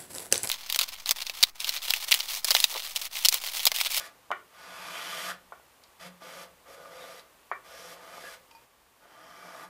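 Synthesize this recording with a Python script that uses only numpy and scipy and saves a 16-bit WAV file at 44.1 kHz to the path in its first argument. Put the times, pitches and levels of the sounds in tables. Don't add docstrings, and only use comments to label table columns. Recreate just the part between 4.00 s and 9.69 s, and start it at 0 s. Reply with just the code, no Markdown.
import sys
import numpy as np
from scipy import signal
from scipy.fft import rfft, irfft
from scipy.io import wavfile

SR = 44100
rng = np.random.default_rng(int(sys.argv[2]) if len(sys.argv) > 2 else 0)


def master_out(mix):
    frames = np.transpose(np.atleast_2d(mix))
    ceiling = np.clip(frames, -1, 1)
    pcm = np.round(ceiling * 32767).astype(np.int16)
    wavfile.write(sys.argv[1], SR, pcm)


N = 250929
TIME = np.arange(N) / SR


def from_db(db):
    return 10 ** (np.asarray(db) / 20)


def rms_one(x):
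    return x / np.sqrt(np.mean(x ** 2) + 1e-20)


def at_hz(points, hz):
    point_hz, value = np.transpose(points)
    return np.interp(np.log(np.maximum(hz, 1)), np.log(point_hz), value)


def butter(x, hz, kind, order=2):
    sos = signal.butter(order, np.clip(hz, 10, .45 * SR), kind, fs=SR, output="sos")
    return signal.sosfilt(sos, x + 1e-18)


def response(spectrum, size=8192):
    level_db = at_hz(spectrum, np.fft.rfftfreq(size, 1 / SR))
    cepstrum = irfft(np.log(from_db(level_db)))
    cepstrum[1:size // 2] *= 2
    cepstrum[size // 2 + 1:] = 0
    return irfft(np.exp(rfft(cepstrum)))


def through(x, impulse):
    return signal.fftconvolve(x, impulse)[:N]


def resonance(x, hz, width_hz):
    radius = np.exp(-np.pi * width_hz / SR)
    zeros = np.array([1, 0, -1]) * (1 - radius ** 2) / 2
    poles = [1, -2 * radius * np.cos(2 * np.pi * hz / SR), radius ** 2]
    return signal.lfilter(zeros, poles, x + 1e-18)


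def lifted(x, peaks):
    for hz, width_hz, lift_db in peaks:
        x = x + (from_db(lift_db) - 1) * resonance(x, hz, width_hz)
    return x


def ringing(modes, t):
    out = np.zeros(len(t))
    for k, (hz, level_db, t60_s) in enumerate(modes):
        envelope = from_db(level_db + rng.normal() - 60 * t / t60_s)
        out += (-1) ** k * envelope * np.sin(2 * np.pi * hz * t)
    return out


def add(track, s, sound):
    start = max(round(s * SR), 0)
    track[start:start + len(sound)] += sound[:N - start]


def workshop_rush():
    # pitch_hz, density_db (per Hz)
    rush_colour = [(12, -30), (20, -31), (32, -10.5), (64, -18.5), (194, -15.5), (263, -13.5), (387, -12.5),
                   (525, -10), (693, -11), (796, -11), (2550, -16.5), (2930, -17), (4200, -20), (5530, -22),
                   (15000, -23)]
    # pitch_hz, width_hz, lift_db
    rush_peaks = [(66.4, 6.9, 13.5), (123, 6, 8), (884, 90, 3), (1140, 100, 5.5)]
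    # time_s, level_db
    rush_level = [(0, -60), (4.64, -59.5), (4.67, -63), (5.69, -61)]
    coloured = through(rng.standard_normal(N), response(rush_colour))
    time_s, level_db = np.transpose(rush_level)
    return rms_one(lifted(coloured, rush_peaks)) * from_db(np.interp(TIME, time_s, level_db))


def workshop_reflections(first_s):
    # pitch_hz, t60_s
    room_decay = [(150, 0.71), (600, 0.21), (2000, 0.27), (5000, 0.19), (14000, 0.059)]
    t, out = np.arange(SR // 2) / SR, 0
    edges_hz = np.geomspace(80, 18000, 10)
    for low_hz, high_hz in zip(edges_hz, edges_hz[1:]):
        band = butter(rng.standard_normal(len(t)), [low_hz, high_hz], "band")
        t60_s = at_hz(room_decay, np.sqrt(low_hz * high_hz))
        out = out + band * np.exp(-np.log(1000) * t / t60_s)
    return rms_one(out * (t > first_s)) / np.sqrt(len(t))


def blade_ticks(tick_s, width_hz):
    # start_s, tick_db, tick_centre_hz, ring_db
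    finger_ticks = [(1.837, -37.5, 4260, -85), (3.195, -35, 3800, -82), (4.5117, -39, 2600, -51),
                    (4.55, -49, 4800, -47)]
    # pitch_hz, level_db, t60_s
    blade_modes = [(917, -3.5, 0.16), (2450, -10.5, 0.12), (4740, -11.5, 0.12), (5421, -13, .08)]
    out, t = np.zeros(N), np.arange(SR // 2) / SR
    for start_s, tick_db, tick_hz, ring_db in finger_ticks:
        burst = rng.standard_normal(len(t)) * np.exp(-t / tick_s)
        tick = resonance(burst, tick_hz, width_hz)
        add(out, start_s, from_db(tick_db) * tick + from_db(ring_db) * ringing(blade_modes, t))
    return out


def knocks(ring_db, crack_s, rattle_db, rattle_s, low_cut_hz):
    # start_s, level_db, contact_cutoff_hz, crack_db (re blow)
    blows = [(0.3051, -15, 890, -37), (0.3153, -15.5, 1720, -15), (0.3215, -28, 1950, -20),
             (1.5217, -25.5, 1180, -26), (1.5642, -50, 1500, -21), (1.5974, -38, 890, -30),
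             (3.5147, -16.5, 1980, -30)]
    # pitch_hz, level_db
    thud_colour = [(50, -37), (150, -63), (350, -10), (650, -11.5), (1050, -4), (1400, 3.5), (1700, -4),
                   (2300, 4), (2700, -17), (5000, -13.5), (15000, -79)]
    # pitch_hz, level_db, t60_s
    swing_modes = [(1123, 0, 0.014), (633, -9.5, 0.018)]
    # pitch_hz, level_db, t60_s
    board_modes = [(380, -24, 0.21), (530, -23, 0.3), (649, -9, .12), (680, -32, 0.091), (900, -23, 0.12),
                   (980, -26, 0.088), (1160, -24, 0.075), (1100, -13, 0.098), (1140, -26, 0.15),
                   (1450, -1.5, 0.075), (1610, -8, 0.074), (1820, -22.5, 0.15), (1810, -7, 0.17),
                   (2040, -21, 0.064), (2320, -9, 0.12), (2347, -4, .1)]
    # pitch_hz, width_hz, lift_db
    corner_peaks = [(2990, 150, 16.5), (3510, 91, 14.5), (5800, 51, 7), (6770, 51, 1)]
    out, thud = np.zeros(N), response(thud_colour)
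    thud = thud / np.abs(thud).max()
    t = np.arange(len(thud)) / SR
    for start_s, level_db, contact_hz, crack_db in blows:
        shaking = rng.standard_normal(len(t)) * t / rattle_s * np.exp(-t / rattle_s)
        rattle = through(shaking, thud)[:len(t)]
        body = .5 * thud + ringing(swing_modes, t)
        body = body + from_db(ring_db) * ringing(board_modes, t) + from_db(rattle_db) * rattle
        dulled = butter(body, contact_hz, "low", order=3)
        burst = rng.standard_normal(len(t)) * np.exp(-t / crack_s)
        crack = lifted(butter(burst, [900, 3500], "band", order=1), corner_peaks)
        add(out, start_s, from_db(level_db) * (dulled + from_db(crack_db) * crack))
    return butter(out, low_cut_hz, "high")


def catches(board, slip_s):
    # start_s, peak_db
    slips = [(0.845, -45), (1.179, -32), (1.297, -35), (2.221, -36), (2.857, -37.5), (3.04, -39),
             (4.1417, -36), (4.1804, -33.5), (4.24, -38.5), (5.055, -45), (5.4843, -40)]
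    out, t = np.zeros(N), np.arange(len(board)) / SR
    for start_s, peak_db in slips:
        burst = rng.standard_normal(len(t)) * np.exp(-t / slip_s)
        jolt = butter(through(burst, board), 1170, "low")
        add(out, start_s, from_db(peak_db) * jolt / np.abs(jolt).max())
    return out


def chatter(snaps):
    # start_s, end_s, pitch_hz, width_hz, level_db (at the top of the swell)
    spells = [(0, 0.077, 1680, 500, -52), (0.58, 1.38, 1020, 380, -50.5), (0.632, 1.334, 2480, 263, -52),
              (0.81, 1.372, 3020, 540, -46.5), (1.271, 1.334, 1380, 506, -38.5),
              (2.96, 3.108, 3700, 120, -61), (3.664, 3.937, 5520, 700, -57.5), (4.232, 4.31, 1696, 80, -48),
              (5.014, 5.705, 1260, 90, -73), (5.016, 5.546, 3150, 150, -66.5), (5.288, 5.65, 2300, 90, -63),
              (5.117, 5.732, 5370, 800, -66)]
    out = np.zeros(N)
    for start_s, end_s, hz, width_hz, level_db in spells:
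        swell = np.sin(np.pi * np.clip((TIME - start_s) / (end_s - start_s), 0, 1))
        tone = resonance(resonance(snaps, hz, width_hz), hz, 2 * width_hz)
        out += from_db(level_db) * swell * rms_one(tone)
    return out


def fibre_snaps(per_s, spread_db, rub, waver_hz, waver_db):
    sizes = from_db(spread_db * np.minimum(rng.exponential(1, N), 4)) * rng.choice([-1, 1], N)
    snaps = rms_one(sizes * (rng.random(N) < per_s / SR))
    waver = rms_one(butter(rng.standard_normal(N), waver_hz, "low"))
    return rms_one((snaps + rub * rng.standard_normal(N)) * from_db(waver_db * waver))


def steel_colour(x, depth_db, ring_s):
    t = np.arange(4096) / SR
    modes = rms_one(rng.standard_normal(len(t)) * t * np.exp(-t / ring_s)) / np.sqrt(len(t))
    return x + from_db(depth_db) * through(x, butter(modes, [3300, 9000], "band"))


def driven(x, modes, force):
    def sound(drive):
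        return sum(from_db(level_db) * resonance(drive, hz, width_hz) for hz, width_hz, level_db in modes)
    return sound(x * force) / np.std(sound(x))


def stroke_gains():
    # start_s, end_s, attack_s,
    # drag_start_db, drag_end_db, mid_swell_db, bite_start_db and bite_end_db (edge re drag),
    # shaving_hiss_db (re rasp), bending_db (re drag), hollow_db (re the rest of the board)
    pushes = [(0, 0.065, 0.002, -43.5, -49.5, -4, 4, 2, -4.5, -29, -5),
              (0.486, 1.305, .11, -55.5, -42, 3.5, -1, 3.5, -6, -19.5, -12.5),
              (1.993, 2.073, 0.011, -53.5, -48, 1, 5.5, -1, -7, -9, -3),
              (2.2, 2.436, 0.026, -51, -46.5, 1, -0.5, -2.5, -5, -18.5, -3.5),
              (2.646, 2.746, 0.038, -48, -51.5, 1, -12, -2.5, -4.5, -26, 1.5),
              (2.736, 2.89, 0.032, -56.5, -49.5, 4, -7.5, -10, -5.5, -15, 4),
              (2.878, 3.198, 0.042, -49, -52.5, 3.5, -6, -1, -5.5, -26, -1),
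              (3.631, 3.941, 0.022, -56.5, -47.5, 3, -0.5, -3.5, -3.5, -20.5, -2),
              (3.935, 4.344, 0.025, -50.5, -51.5, 3.5, -10.5, 2, -4.5, -24, -3),
              (5.001, 5.645, 0.031, -57.5, -44.5, 1, -9.5, -8.5, -5, -18.5, -21)]
    drag_release_db_per_s, edge_release_db_per_s = 261, 477
    bending_follows = 0.58
    hiss_rise_db = 4.5
    gains = np.zeros((5, N))
    for (start_s, end_s, attack_s, first_db, last_db, swell_db, first_bite_db, last_bite_db,
         shaving_db, bending_db, hollow_db) in pushes:
        along = np.clip((TIME - start_s) / (end_s - start_s), 0, 1)
        contact = np.clip((TIME - start_s) / max(attack_s, 1 / SR), 0, 1)
        after_s = np.maximum(TIME - end_s, 0)
        push_db = first_db + (last_db - first_db) * along + swell_db * np.sin(np.pi * along)
        bite_db = first_bite_db + (last_bite_db - first_bite_db) * along
        drag_db = push_db - drag_release_db_per_s * after_s
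        rasp_db = push_db + bite_db - edge_release_db_per_s * after_s
        hiss_db = rasp_db + shaving_db + hiss_rise_db * (along - .5)
        flex_db = bending_db + bending_follows * (push_db - (first_db + last_db) / 2)
        rest_db = drag_db - 20 * np.log10(np.hypot(1, from_db(hollow_db)))
        levels_db = [rest_db, rasp_db, hiss_db, rest_db + hollow_db, drag_db + flex_db]
        gains = np.hypot(gains, contact * from_db(levels_db))
    return gains


def scraping():
    # pitch_hz, density_db (per Hz)
    friction_colour = [(60, -51), (130, -19.5), (240, -10), (460, -6.5), (820, -3), (1200, -2.5),
                       (1400, -2), (2400, -5.5), (2640, -10), (3100, -7.5), (4030, -13), (6300, -14),
                       (8000, -15), (12500, -12.5), (15000, -25)]
    # pitch_hz, width_hz, lift_db
    pressed_peaks = [(318, 34, 4.5), (402, 8.7, 2.5), (513, 20, 9), (649.3, 30, 13), (710, 30, 4.5),
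                     (815, 14, -4), (876, 26, 8.5), (1070, 28, 3), (1191, 27, 11), (1251, 17, 5.5),
                     (1241, 17, 7), (1466.4, 14, 9.5), (1663, 16, 6.5), (1830, 17, 1), (1994, 30, 6),
                     (2204, 23, 7.5), (2426, 29, 6), (3074, 19, -3), (3370, 430, 3.5), (4900, 390, 2)]
    # pitch_hz, width_hz, level_db
    bending_modes = [(176.5, 7.5, 0)]
    hollow_modes = [(515.3, 27, -1.5), (549, 8.3, -2.5), (648, 9.6, -1.5)]
    snaps = fibre_snaps(per_s=3700, spread_db=-1.0, rub=0.64, waver_hz=120, waver_db=0.05)
    judder = fibre_snaps(per_s=700, spread_db=2.5, rub=0.15, waver_hz=40.5, waver_db=0.04)
    board = lifted(response(friction_colour), pressed_peaks)
    wood = through(snaps, board)
    upper = steel_colour(butter(wood, 1577, "high", order=4), depth_db=-9.5, ring_s=0.0013)
    drag, rasp, hiss, hollow, bending = stroke_gains()
    body = drag * rms_one(butter(wood, 2005, "low", order=4))
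    body = body + driven(judder, hollow_modes, hollow) + driven(judder, bending_modes, bending)
    edge = rasp * rms_one(butter(upper, 5550, "low", order=4))
    edge = edge + hiss * rms_one(butter(upper, 4630, "high", order=4))
    trim = from_db(-2.5)
    return trim * (body + edge) + chatter(judder) + catches(board, slip_s=0.00089)


def scene():
    rush = workshop_rush()
    blows = knocks(ring_db=-13.5, crack_s=0.0021, rattle_db=-16.0, rattle_s=0.0051, low_cut_hz=260)
    blows = blows + blade_ticks(tick_s=0.0046, width_hz=990)
    strokes = scraping()
    room_send = from_db(-12.5) * strokes + from_db(-11.5) * blows
    reflections = through(room_send, workshop_reflections(first_s=0.0049))
    mono = strokes + blows + reflections + rush
    return np.array([mono, mono])


def record(dry):
    cutoff_hz = 15150
    return signal.sosfilt(signal.ellip(12, .1, 70, cutoff_hz, fs=SR, output="sos"), dry)


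dry = scene()
out = record(dry)
master_out(out)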